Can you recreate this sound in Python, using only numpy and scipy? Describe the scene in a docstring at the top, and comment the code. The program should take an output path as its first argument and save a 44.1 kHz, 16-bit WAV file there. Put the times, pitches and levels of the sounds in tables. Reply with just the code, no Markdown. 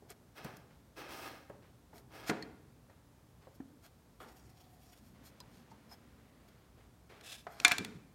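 """A small metal paint can is twisted round on a cluttered workbench, scraping and bumping on the wood.
Fingers slip and squeak on the tin as they work the sticky lid loose, and the tacky paint crackles.
The lid slides onto the bench and drops with a ringing clatter. A sleeve brushes softly, and the
open workshop adds a short echo over a quiet outdoor rumble."""
import sys
import numpy as np
from scipy import signal
from scipy.fft import rfft, irfft
from scipy.io import wavfile

SR = 44100
rng = np.random.default_rng(int(sys.argv[2]) if len(sys.argv) > 2 else 0)


def dump_mix(stems):
    """Bounce the given channels to the path in sys.argv[1] as a 16-bit WAV at rate SR."""
    frames = np.atleast_2d(stems).T  # one column per channel
    limited = np.clip(frames, -1, 1)  # hard clip at full scale
    pcm = np.round(limited * 32767).astype(np.int16)
    wavfile.write(sys.argv[1], SR, pcm)


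N = 358974


def from_db(db):
    """Turn decibels into a gain to multiply by."""
    return 10 ** (np.asarray(db) / 20)


def unit_power(x):
    """Scale a sound so that its average power is one."""
    return x / np.sqrt(np.mean(x ** 2) + 1e-30)


def frequencies(size):
    """The frequencies in a sound of this many samples, kept above zero."""
    return np.maximum(np.arange(size // 2 + 1) * SR / size, 1)


def tone_curve(points, hz):
    """Gain at each frequency, along a line through (pitch_hz, level_db) points."""
    pitch_hz, level_db = np.transpose(points)
    return from_db(np.interp(np.log(hz), np.log(pitch_hz), level_db))


def resonances(peaks, hz):
    """Gain of an object that favours some pitches, given as (pitch_hz, width_hz, level_db)."""
    return np.sqrt(sum(from_db(db) ** 2 / (1 + ((hz ** 2 - pitch ** 2) / (hz * width)) ** 2)
                       for pitch, width, db in peaks))


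def filtered(x, tone):
    """Give a steady sound a tone (a gain per frequency), at unit power."""
    return unit_power(irfft(rfft(x) * tone, len(x)))


def drift(per_s):
    """A random wander around zero, about one unit either way."""
    points = rng.standard_normal(4000)
    return np.interp(np.arange(N) / SR * per_s, np.arange(len(points)), points)


def add(out, start_s, sound):
    """Mix a sound in at a given time."""
    at = max(int(start_s * SR), 0)
    out[at:at + len(sound)] += sound[:max(N - at, 0)]


def onset(rise_s):
    """One second of gain that rises from zero as a sound begins."""
    return 1 - np.exp(-np.arange(SR) / SR / rise_s)


def gesture(start_s, length_s, swell_db, attack_s, fade_db_per_s):
    """Gain of one movement: it fades in, swells or sags while it lasts, then dies away."""
    t = np.arange(N) / SR - start_s
    db = swell_db * np.clip(t / length_s, 0, 1) - fade_db_per_s * np.maximum(t - length_s, 0)
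    return np.clip(t / attack_s, 0, 1) * from_db(np.maximum(db, -200))


def friction(per_s, spread_db):
    """Rubbing surfaces make tiny catches of uneven size at random moments."""
    sizes = from_db(spread_db * np.minimum(rng.exponential(1, N), 4)) * rng.standard_normal(N)
    return sizes * (rng.random(N) < per_s / SR)


def noisy_ring(tone, ring_s, damping):
    """Countless close notes fade 60 dB in ring_s at 1 kHz; damping makes higher ones fade sooner."""
    out, t = 0, np.arange(SR) / SR
    octave = np.log2(frequencies(SR) / 1000)
    spectrum = rfft(filtered(rng.standard_normal(SR), tone))
    for k in range(-5, 5):
        band = irfft(spectrum * np.maximum(1 - abs(octave - k), 0), SR)
        decay = from_db(-60 * t * 2 ** (k * damping) / ring_s)
        share = np.std(band) * np.sqrt(np.mean(decay ** 2))
        out = out + share * unit_power(band * decay)
    return out * np.sqrt(ring_s * SR / np.log(1e6) / np.sum(out ** 2))   # starts near unit power


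# the tone of still air: pitch_hz, level_db
AIR_TONE = [(15, -21.5), (25, -18), (59, 0), (123, -1), (242, -9.5), (503, -12.5), (1070, -18), (2840, -28),
            (3340, -27.5), (14400, -33), (16000, -35)]
# the deep notes of the far rumble: pitch_hz, width_hz, level_db
RUMBLE_PEAKS = [(57.9, 18, -2), (119, 9.2, 2), (164, 51, -7.5), (239, 4.9, 0), (288.5, 30, -8)]
def outdoors(air_db=-64.5, rumble_db=-66.5, waver_db=2.0, surge_db=-65.5):
    """Still air and a far, wavering rumble with one long surge."""
    hz = frequencies(N)
    low_cut = 1 / np.hypot(1, (36 / hz) ** 5)
    air = from_db(air_db) * filtered(rng.standard_normal(N), tone_curve(AIR_TONE, hz) * low_cut)
    far_tone = resonances(RUMBLE_PEAKS, hz) * low_cut / np.hypot(1, (hz / 400) ** 2)
    rumble = from_db(rumble_db + waver_db * drift(per_s=7.4)) * filtered(rng.standard_normal(N), far_tone)
    surge = gesture(start_s=4.95, length_s=1.38, swell_db=-3, attack_s=0.067, fade_db_per_s=17)
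    drone = filtered(rng.standard_normal(N), resonances([(213, 100, 0)], hz) ** 2)
    return air + rumble + from_db(surge_db) * surge * drone


# the tone of the room's echo: pitch_hz, level_db
ECHO_TONE = [(100, -3), (500, -3.5), (2000, -7.5), (5000, -7), (10000, -7), (16000, -4)]
def workshop_echo(sound, ring_s=0.7):
    """Sound bounces off walls and clutter and blurs into a short tail."""
    echo = noisy_ring(tone_curve(ECHO_TONE, frequencies(SR)), ring_s, damping=0.043) * onset(0.008)
    return signal.fftconvolve(sound, echo / np.sqrt(np.sum(echo ** 2)))[:N]


# arm movements: start_s, length_s, level_db, swell_db
ARM_MOVES = [(0.695, 0.014, -66, -1.5), (1.62, 0.018, -62.5, -3), (3.412, 0.035, -63, -5),
             (5.138, 1.51, -68, -3.5), (6.767, 0.054, -67, -2.5), (7.091, 0.16, -57, -7.5)]
# the tone of rubbing cloth: pitch_hz, level_db
CLOTH_TONE = [(150, -17), (400, 7.5), (1000, 1), (2000, -1.5), (4000, -9.5), (8000, -22.5), (16000, -28)]
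def sleeve():
    """Cloth brushes softly as the arm moves."""
    moves = sum(from_db(db) * gesture(start_s, length_s, swell_db, attack_s=0.01, fade_db_per_s=126.5)
                for start_s, length_s, db, swell_db in ARM_MOVES)
    return moves * filtered(friction(per_s=13000, spread_db=0), tone_curve(CLOTH_TONE, frequencies(N)))


# the notes of the lid held between fingers: pitch_hz, width_hz, level_db
HELD_LID_PEAKS = [(689, 31, 12.5), (1430, 540, 1), (2260, 230, -2), (3297, 87, 1), (4280, 360, -1),
                  (5140, 610, -3), (5600, 400, -5.5), (6830, 790, -3), (8570, 340, -1), (9730, 220, 0),
                  (10530, 330, -7), (12200, 390, 0), (12800, 1190, 1.5), (14200, 610, -3)]
def held_lid_tone(pitch_hz, width_octaves):
    """A touch brings out the held lid's notes around one pitch."""
    hz = frequencies(SR)
    band = np.exp(-0.5 * (np.log2(hz / pitch_hz) / width_octaves) ** 2)
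    return resonances(HELD_LID_PEAKS, hz) * band / np.sqrt(hz)


# short rubs on the tin: middle_s, half_length_s, level_db, pitch_hz, width_octaves
FINGER_SLIPS = [(0.109, 0.011, -54.5, 3500, 1.7), (1.972, 0.022, -61.5, 12700, 3),
                (2.29, 0.014, -42, 3440, 1.6), (3.556, .008, -70, 8000, 1.1), (3.855, 0.018, -61, 4540, 2),
                (4.5, 0.0046, -67.5, 7000, 0.99), (5.068, 0.04, -71, 8000, 2),
                (5.269, 0.019, -60.5, 7000, 1.3), (5.565, 0.04, -70.5, 5500, 0.99),
                (5.716, 0.01, -70.5, 5500, 0.67), (5.926, 0.016, -58, 6000, 3.8),
                (6.487, 0.0064, -67.5, 5000, 1.5), (7.526, 0.017, -62, 3000, 4.3),
                (7.638, 0.046, -54, 2530, 1.6)]
def finger_slips():
    """Fingers and rim slip on the tin, each rub fading smoothly in and out."""
    out, t = np.zeros(N), np.arange(SR) / SR
    catches = friction(per_s=14000, spread_db=3)
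    for middle_s, half_length_s, db, pitch_hz, width_octaves in FINGER_SLIPS:
        start_s = max(middle_s - 4 * half_length_s, 0)
        rub = filtered(np.roll(catches, -int(start_s * SR))[:SR], held_lid_tone(pitch_hz, width_octaves))
        fade = np.exp(-0.5 * ((t + start_s - middle_s) / half_length_s) ** 2)
        add(out, start_s, from_db(db) * rub * fade)
    return out


# sharp catches on the tin: start_s, level_db, pitch_hz, width_octaves
TIN_TICKS = [(0.1027, -46, 8700, 0.42), (0.446, -44.5, 6500, 1.6), (0.568, -50, 12000, 1.5),
             (1.4955, -64, 11900, .7), (1.98, -50, 5000, 2.8), (2.2964, -34, 5660, .6),
             (2.4243, -44, 3600, 0.99), (5.4025, -45.5, 5830, 0.91), (7.21, -49.5, 3400, 1)]
def tin_ticks():
    """The rim or a fingernail catches, and the tin rings for an instant."""
    out = np.zeros(N)
    for start_s, db, pitch_hz, width_octaves in TIN_TICKS:
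        tick = noisy_ring(held_lid_tone(pitch_hz, width_octaves), ring_s=0.022, damping=0.05)
        add(out, start_s, from_db(db) * tick * onset(0.00043))
    return out


# two-note fingertip squeaks: start_s, length_s, level_db, low_hz, high_hz
TIN_SQUEAKS = [(2.423, 0.0031, -47.5, 1940, 4290), (5.401, .009, -61, 4100, 5000),
               (5.888, 0.054, -58.5, 855, 5160)]
def hum_and_squeaks(hum_db=-71.5, hum_hz=734, hum_width_hz=30, squeak_width_hz=260):
    """Rubbing makes the tin sing: it hums as the lid comes loose and squeaks under a fingertip."""
    hz = frequencies(N)
    catches = friction(per_s=3100, spread_db=5)
    hum = filtered(catches, resonances([(hum_hz, hum_width_hz, 0)], hz))
    loosening = gesture(start_s=4.47, length_s=0.37, swell_db=-2, attack_s=0.08, fade_db_per_s=75)
    out = from_db(hum_db) * hum * loosening
    for start_s, length_s, db, low_hz, high_hz in TIN_SQUEAKS:
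        tone = resonances([(low_hz, squeak_width_hz, -1), (high_hz, squeak_width_hz, 0)], hz) ** 2
        press = gesture(start_s, length_s, swell_db=3.5, attack_s=length_s / 2, fade_db_per_s=1500)
        out += from_db(db) * filtered(catches, tone) * press
    return out


# how the peeling rises and falls: time_s, relative_level_db
PEEL_LEVELS = [(4.19, -90), (4.202, -70), (4.452, -77.5), (4.504, -76), (4.51, -79), (4.654, -67.5),
               (4.688, -77), (4.948, -69.5), (5.0, -82)]
# the tone of tacky paint: pitch_hz, level_db
PAINT_TONE = [(400, -30), (650, 0), (735, 14), (850, -6), (1100, -6), (2500, -7), (5600, -13), (8000, -11),
              (12000, -14), (16000, -16)]
# the lid's notes while paint still holds its rim: pitch_hz, width_hz, level_db
STUCK_LID_PEAKS = [(3390, 100, -6.5), (4340, 53, -0.5), (4840, 180, -2), (5560, 120, 3.5), (6850, 150, -1),
                   (8410, 230, -9), (10000, 430, -10.5), (11900, 240, -5.5), (13900, 240, -3)]
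def lid_peel(boost_db=4, judder_db=4, tin_db=11, patchy_db=4):
    """Threads of paint snap in a fine crackle whose tone keeps shifting as the lid peels free."""
    hz, crackle = frequencies(N), 0
    tone = tone_curve(PAINT_TONE, hz) * (1 + from_db(tin_db) * resonances(STUCK_LID_PEAKS, hz))
    spectrum = rfft(filtered(friction(per_s=7000, spread_db=1.8), tone))
    for k in range(-3, 10):   # each half octave wavers on its own
        half_octave = np.maximum(1 - abs(2 * np.log2(hz / 1000) - k), 0)
        crackle = crackle + irfft(spectrum * half_octave, N) * from_db(patchy_db * drift(per_s=18))
    times_s, levels_db = np.transpose(PEEL_LEVELS)
    times_s = np.r_[times_s[0] - 0.03, times_s, times_s[-1] + 0.03]   # room to fade at both ends
    peel_db = np.interp(np.arange(N) / SR, times_s, np.r_[-120, levels_db, -120])
    return from_db(peel_db + boost_db - judder_db * drift(per_s=59)) * unit_power(crackle)


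# the tone of the rim scratching on wood: pitch_hz, level_db
SCRATCH_TONE = [(290, -41), (500, -15.5), (708, -8), (1020, -21), (1640, -12), (3750, -6), (4730, -11.5),
                (7210, -11.5), (10800, -14), (16000, -22.5)]
def lid_slide(level_db=-55, judder_db=3, ring_db=6):
    """The rim scratches over the bench in small jerks, and the lid's longest notes sing along."""
    hz = frequencies(N)
    long_notes = [(pitch_hz, 8 / ring_s, 0) for pitch_hz, _, _, ring_s in LID_NOTES if ring_s > 0.075]
    tone = tone_curve(SCRATCH_TONE, hz) * (1 + from_db(ring_db) * resonances(long_notes, hz))
    scratch = filtered(friction(per_s=13000, spread_db=2), tone)
    push = gesture(start_s=7.222, length_s=0.13, swell_db=4, attack_s=0.033, fade_db_per_s=219)
    return from_db(level_db + judder_db * drift(per_s=110)) * push * scratch


# can and lid bumping the bench, the lid popping loose and knocking in the fingers:
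# start_s, thud_db, low_hz, high_hz, shake_vs_thud_db, knock_hz, knock_db
THUDS_AND_KNOCKS = [(0.021, -58, 290, 600, -4, 570, -53), (0.103, -54, 250, 1800, -20, 396, -45.5),
                    (0.447, -43, 141, 1740, -5, 147, -34), (1.498, -42.5, 150, 1370, -17, 576, -38.5),
                    (1.93, -49.5, 130, 1120, -8.5, 160, -52), (2.2947, -28, 213, 704, -20, 301, -20),
                    (2.296, -28.5, 1210, 2220, -18.5, 727, -29), (2.309, -28, 190, 910, -19.5, 218, -24.5),
                    (2.3288, -43, 200, 1200, -14, 304, -33), (2.897, -56.5, 247, 2220, -11.5, 565, -54),
                    (3.4702, -51, 450, 930, -26, 516, -44), (3.601, -51.5, 400, 1460, -26, 265.5, -31),
                    (4.202, -58, 298, 1660, 6.5, 1220, -48), (5.404, -62, 600, 1500, -6, 980, -48),
                    (5.715, -56, 740, 940, -16, 893, -48.5), (7.4672, -38.5, 600, 1500, -16.5, 692, -37),
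                    (7.608, -45.5, 130, 800, -20, 200, -53.5), (7.651, -34, 1000, 3500, -1.5, 295, -31),
                    (7.717, -43.5, 160, 400, -10.5, 217, -44), (7.786, -33.5, 142, 270, -30, 248, -29.5),
                    (7.803, -37.5, 190, 287, -8, 242, -53), (7.951, -44.5, 139.4, 173, -18, 150, -37.5)]
# the tone shared by the thuds: pitch_hz, level_db
THUD_TONE = [(100, 0), (170, -0.5), (230, 1.5), (310, -3.5), (420, 2), (560, -7.5), (750, -2), (1050, -6.5),
             (1400, -6), (1750, -6), (3000, -10.5), (8000, -3.5), (16000, -20)]
def thuds_and_knocks(knock_ring_s=0.048):
    """Each bump or pop gives a thud, a lingering shake and the hollow knock of one swinging panel."""
    out, t, hz = np.zeros(N), np.arange(SR) / SR, frequencies(SR)
    for start_s, thud_db, low_hz, high_hz, shake_db, knock_hz, knock_db in THUDS_AND_KNOCKS:
        band = 1 / np.hypot(1, (low_hz / hz) ** 3) / np.hypot(1, (hz / high_hz) ** 2.5)
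        tone = tone_curve(THUD_TONE, hz) * band
        thud = noisy_ring(tone, ring_s=0.058, damping=0.23)
        shake = from_db(shake_db) * noisy_ring(tone, ring_s=0.54, damping=0.1)
        add(out, start_s, from_db(thud_db) * (thud + shake) * onset(0.00098))
        knock = np.sin(2 * np.pi * knock_hz * t) * from_db(-60 * t / knock_ring_s)
        add(out, start_s, from_db(knock_db) * knock * onset(0.0012) ** 2)
    return out


# pushes that turn the can: start_s, length_s, level_db, swell_db, relative_hiss_db
CAN_PUSHES = [(0.347, 0.041, -54, 1.5, -8.5), (0.43, 0.039, -52, -8, -1), (0.953, 0.067, -50, 1, -9),
              (1.076, 0.21, -51, 1, -4.5), (2.095, 0.14, -59, 6.5, -9)]
# the tone of its base grinding on wood: pitch_hz, level_db
GRIND_TONE = [(71, -33), (120, -8), (188, -12), (301, 4.5), (773, -0.5), (1090, -2.5), (1240, -0.5),
              (1860, -6.5), (5300, -15), (7050, -25.5), (14700, -21.5), (16000, -23)]
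# the notes of the can's body: pitch_hz, width_hz, level_db
CAN_PEAKS = [(790, 11, -9), (926, 37, -17), (1235, 12, -6.5), (1662, 26, -4.5), (2130, 48, -8),
             (2584, 55, -5), (3235, 51, -9.5), (4160, 29, -10), (5350, 120, -15), (5920, 140, -17),
             (8000, 230, -17), (9150, 140, -19)]
def can_twists(body_db=11, hiss_above_hz=6500, hiss_trim_db=-2, judder_db=1.44):
    """Grit under the turning base makes the can ring; fine hiss peaks mid-push, where it turns fastest."""
    out, t, hz = np.zeros(N), np.arange(N) / SR, frequencies(N)
    tone = tone_curve(GRIND_TONE, hz) * (1 + from_db(body_db) * resonances(CAN_PEAKS, hz))
    treble = 1 / np.hypot(1, (hiss_above_hz / hz) ** 4)
    grit = friction(per_s=14000, spread_db=1.5)
    grind = filtered(grit, tone * np.sqrt(1 - treble ** 2))
    hiss = filtered(grit, tone * treble)
    for start_s, length_s, db, swell_db, hiss_db in CAN_PUSHES:
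        push = gesture(start_s, length_s, swell_db, attack_s=0.03, fade_db_per_s=110)
        effort = push / push.max()
        progress = (t - start_s) / length_s
        arch_db = -17 * np.minimum((progress - 0.52) ** 2, 0.5)
        hiss_gain = from_db(hiss_trim_db + hiss_db + arch_db) * effort ** 0.97
        out += from_db(db) * push.max() * (effort * grind + hiss_gain * hiss)
    return out * from_db(judder_db * drift(per_s=44))


# the lid's landings: start_s, ring_db, clack_db, cutoff_hz, place (0 is the rim, 1 the face)
LID_LANDINGS = [(7.6004, -58, -29.5, 6800, 0.31), (7.648, -15, -14, 9030, 0.02),
                (7.6804, -35, -19.5, 14130, .5), (7.712, -19, -34, 3990, 0.65),
                (7.7178, -20, -19.5, 12000, 0.88), (7.7824, -31, -24.5, 12100, 1),
                (7.8471, -39.5, -32, 13900, 0.97)]
# the free lid's notes: pitch_hz, rim_hit_db, face_hit_db, ring_s (time to fade 60 dB)
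LID_NOTES = [(716, -21.5, -18.5, 0.37), (1004, -24.5, -31, .05), (1110, -25.5, -23.5, 0.2),
             (1270, -24.5, -28.5, 0.039), (1300, -40, -26.5, 0.28), (1465, -4.5, -5.5, 0.024),
             (1583, -32.5, -14.5, 0.31), (1594, -11.5, -12.5, 0.058), (1692, -10.5, -23, 0.12),
             (1970, -9.5, -6.5, .04), (2140, -4.5, -16.5, .05), (2264, 8, -10, 0.017),
             (2190, -23, -13, 0.065), (2355, -12.5, -14, 0.2), (2387, 3.5, -10, 0.044),
             (2640, -25.5, -24.5, 0.13), (2980, -14, -23.5, 0.027), (3460, -18, -16.5, 0.026),
             (3416, -7, -11.5, 0.056), (3644, 6, -17.5, 0.016), (3510, -16, -28.5, .08),
             (4290, -9.5, -17.5, 0.07), (4240, -24, -23.5, 0.047), (5300, -10, -19.5, 0.029),
             (5130, -15.5, -29.5, 0.076), (5950, -14, -21, 0.046), (7700, -19, -25.5, .04),
             (6980, 3, -17.5, .019), (9650, 1.5, -26, 0.014)]
# the tone of tin hitting wood: pitch_hz, level_db
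CLACK_TONE = [(300, -15.5), (900, -9.5), (1400, -8.5), (1900, -17), (2600, 2), (3100, -11.5), (3900, -3.5),
              (5600, -9), (8400, -11), (10200, -10.5), (11200, -16), (13000, -13), (16000, -21)]
def lid_clatter(scatter_db=2.9, shimmer_db=-15.5, lies_flat_s=7.715):
    """Each landing clacks and sets the lid ringing; where it is struck decides the mix of notes."""
    out, t, hz = np.zeros(N), np.arange(SR) / SR, frequencies(SR)
    pitch_hz, rim_db, face_db, ring_s = np.transpose(LID_NOTES)
    waves = np.sin(2 * np.pi * pitch_hz[:, None] * t)
    signs = (-1) ** np.arange(len(pitch_hz))
    flat_ring_s = 0.17 * (pitch_hz[:, None] / 1000) ** 2   # the bench stops a flat lid's low notes first
    for start_s, ring_db, clack_db, cutoff_hz, place in LID_LANDINGS:
        time_flat_s = np.maximum(t - max(lies_flat_s - start_s, 0), 0)
        notes = waves * from_db(-60 * (t / ring_s[:, None] + time_flat_s / flat_ring_s))
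        note_db = rim_db + place * (face_db - rim_db) + scatter_db * rng.standard_normal(len(pitch_hz))
        strengths = from_db(ring_db + note_db) * signs / np.hypot(1, (pitch_hz / cutoff_hz) ** 2)
        tone = tone_curve(CLACK_TONE, hz) / np.hypot(1, (hz / cutoff_hz) ** 2)
        clack = from_db(clack_db) * noisy_ring(tone, ring_s=0.014, damping=0.052)
        shimmer = from_db(ring_db + shimmer_db) * noisy_ring(tone, ring_s=0.1, damping=0.34)
        add(out, start_s, (strengths @ notes + shimmer + clack) * onset(0.00044))
    return out


def scene(lid_echo_db=-23, can_echo_db=-11):
    """Mix the lid and can with their echo, the sleeve and the outdoors, in one channel."""
    lid = lid_clatter() + lid_slide() + lid_peel() + hum_and_squeaks() + finger_slips() + tin_ticks()
    can = can_twists() + thuds_and_knocks()
    echo = workshop_echo(from_db(lid_echo_db) * lid + from_db(can_echo_db) * can)
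    return (lid + can + echo + sleeve() + outdoors())[None]


def record(dry):
    """A small microphone drops the deepest bass; the highest treble is cut steeply."""
    bass_cut = signal.butter(3, 38, "high", fs=SR, output="sos")
    treble_cut = signal.ellip(10, 0.2, 80, 15900, fs=SR, output="sos")
    return signal.sosfilt(treble_cut, signal.sosfilt(bass_cut, dry))


dry = scene()
out = record(dry)
dump_mix(out)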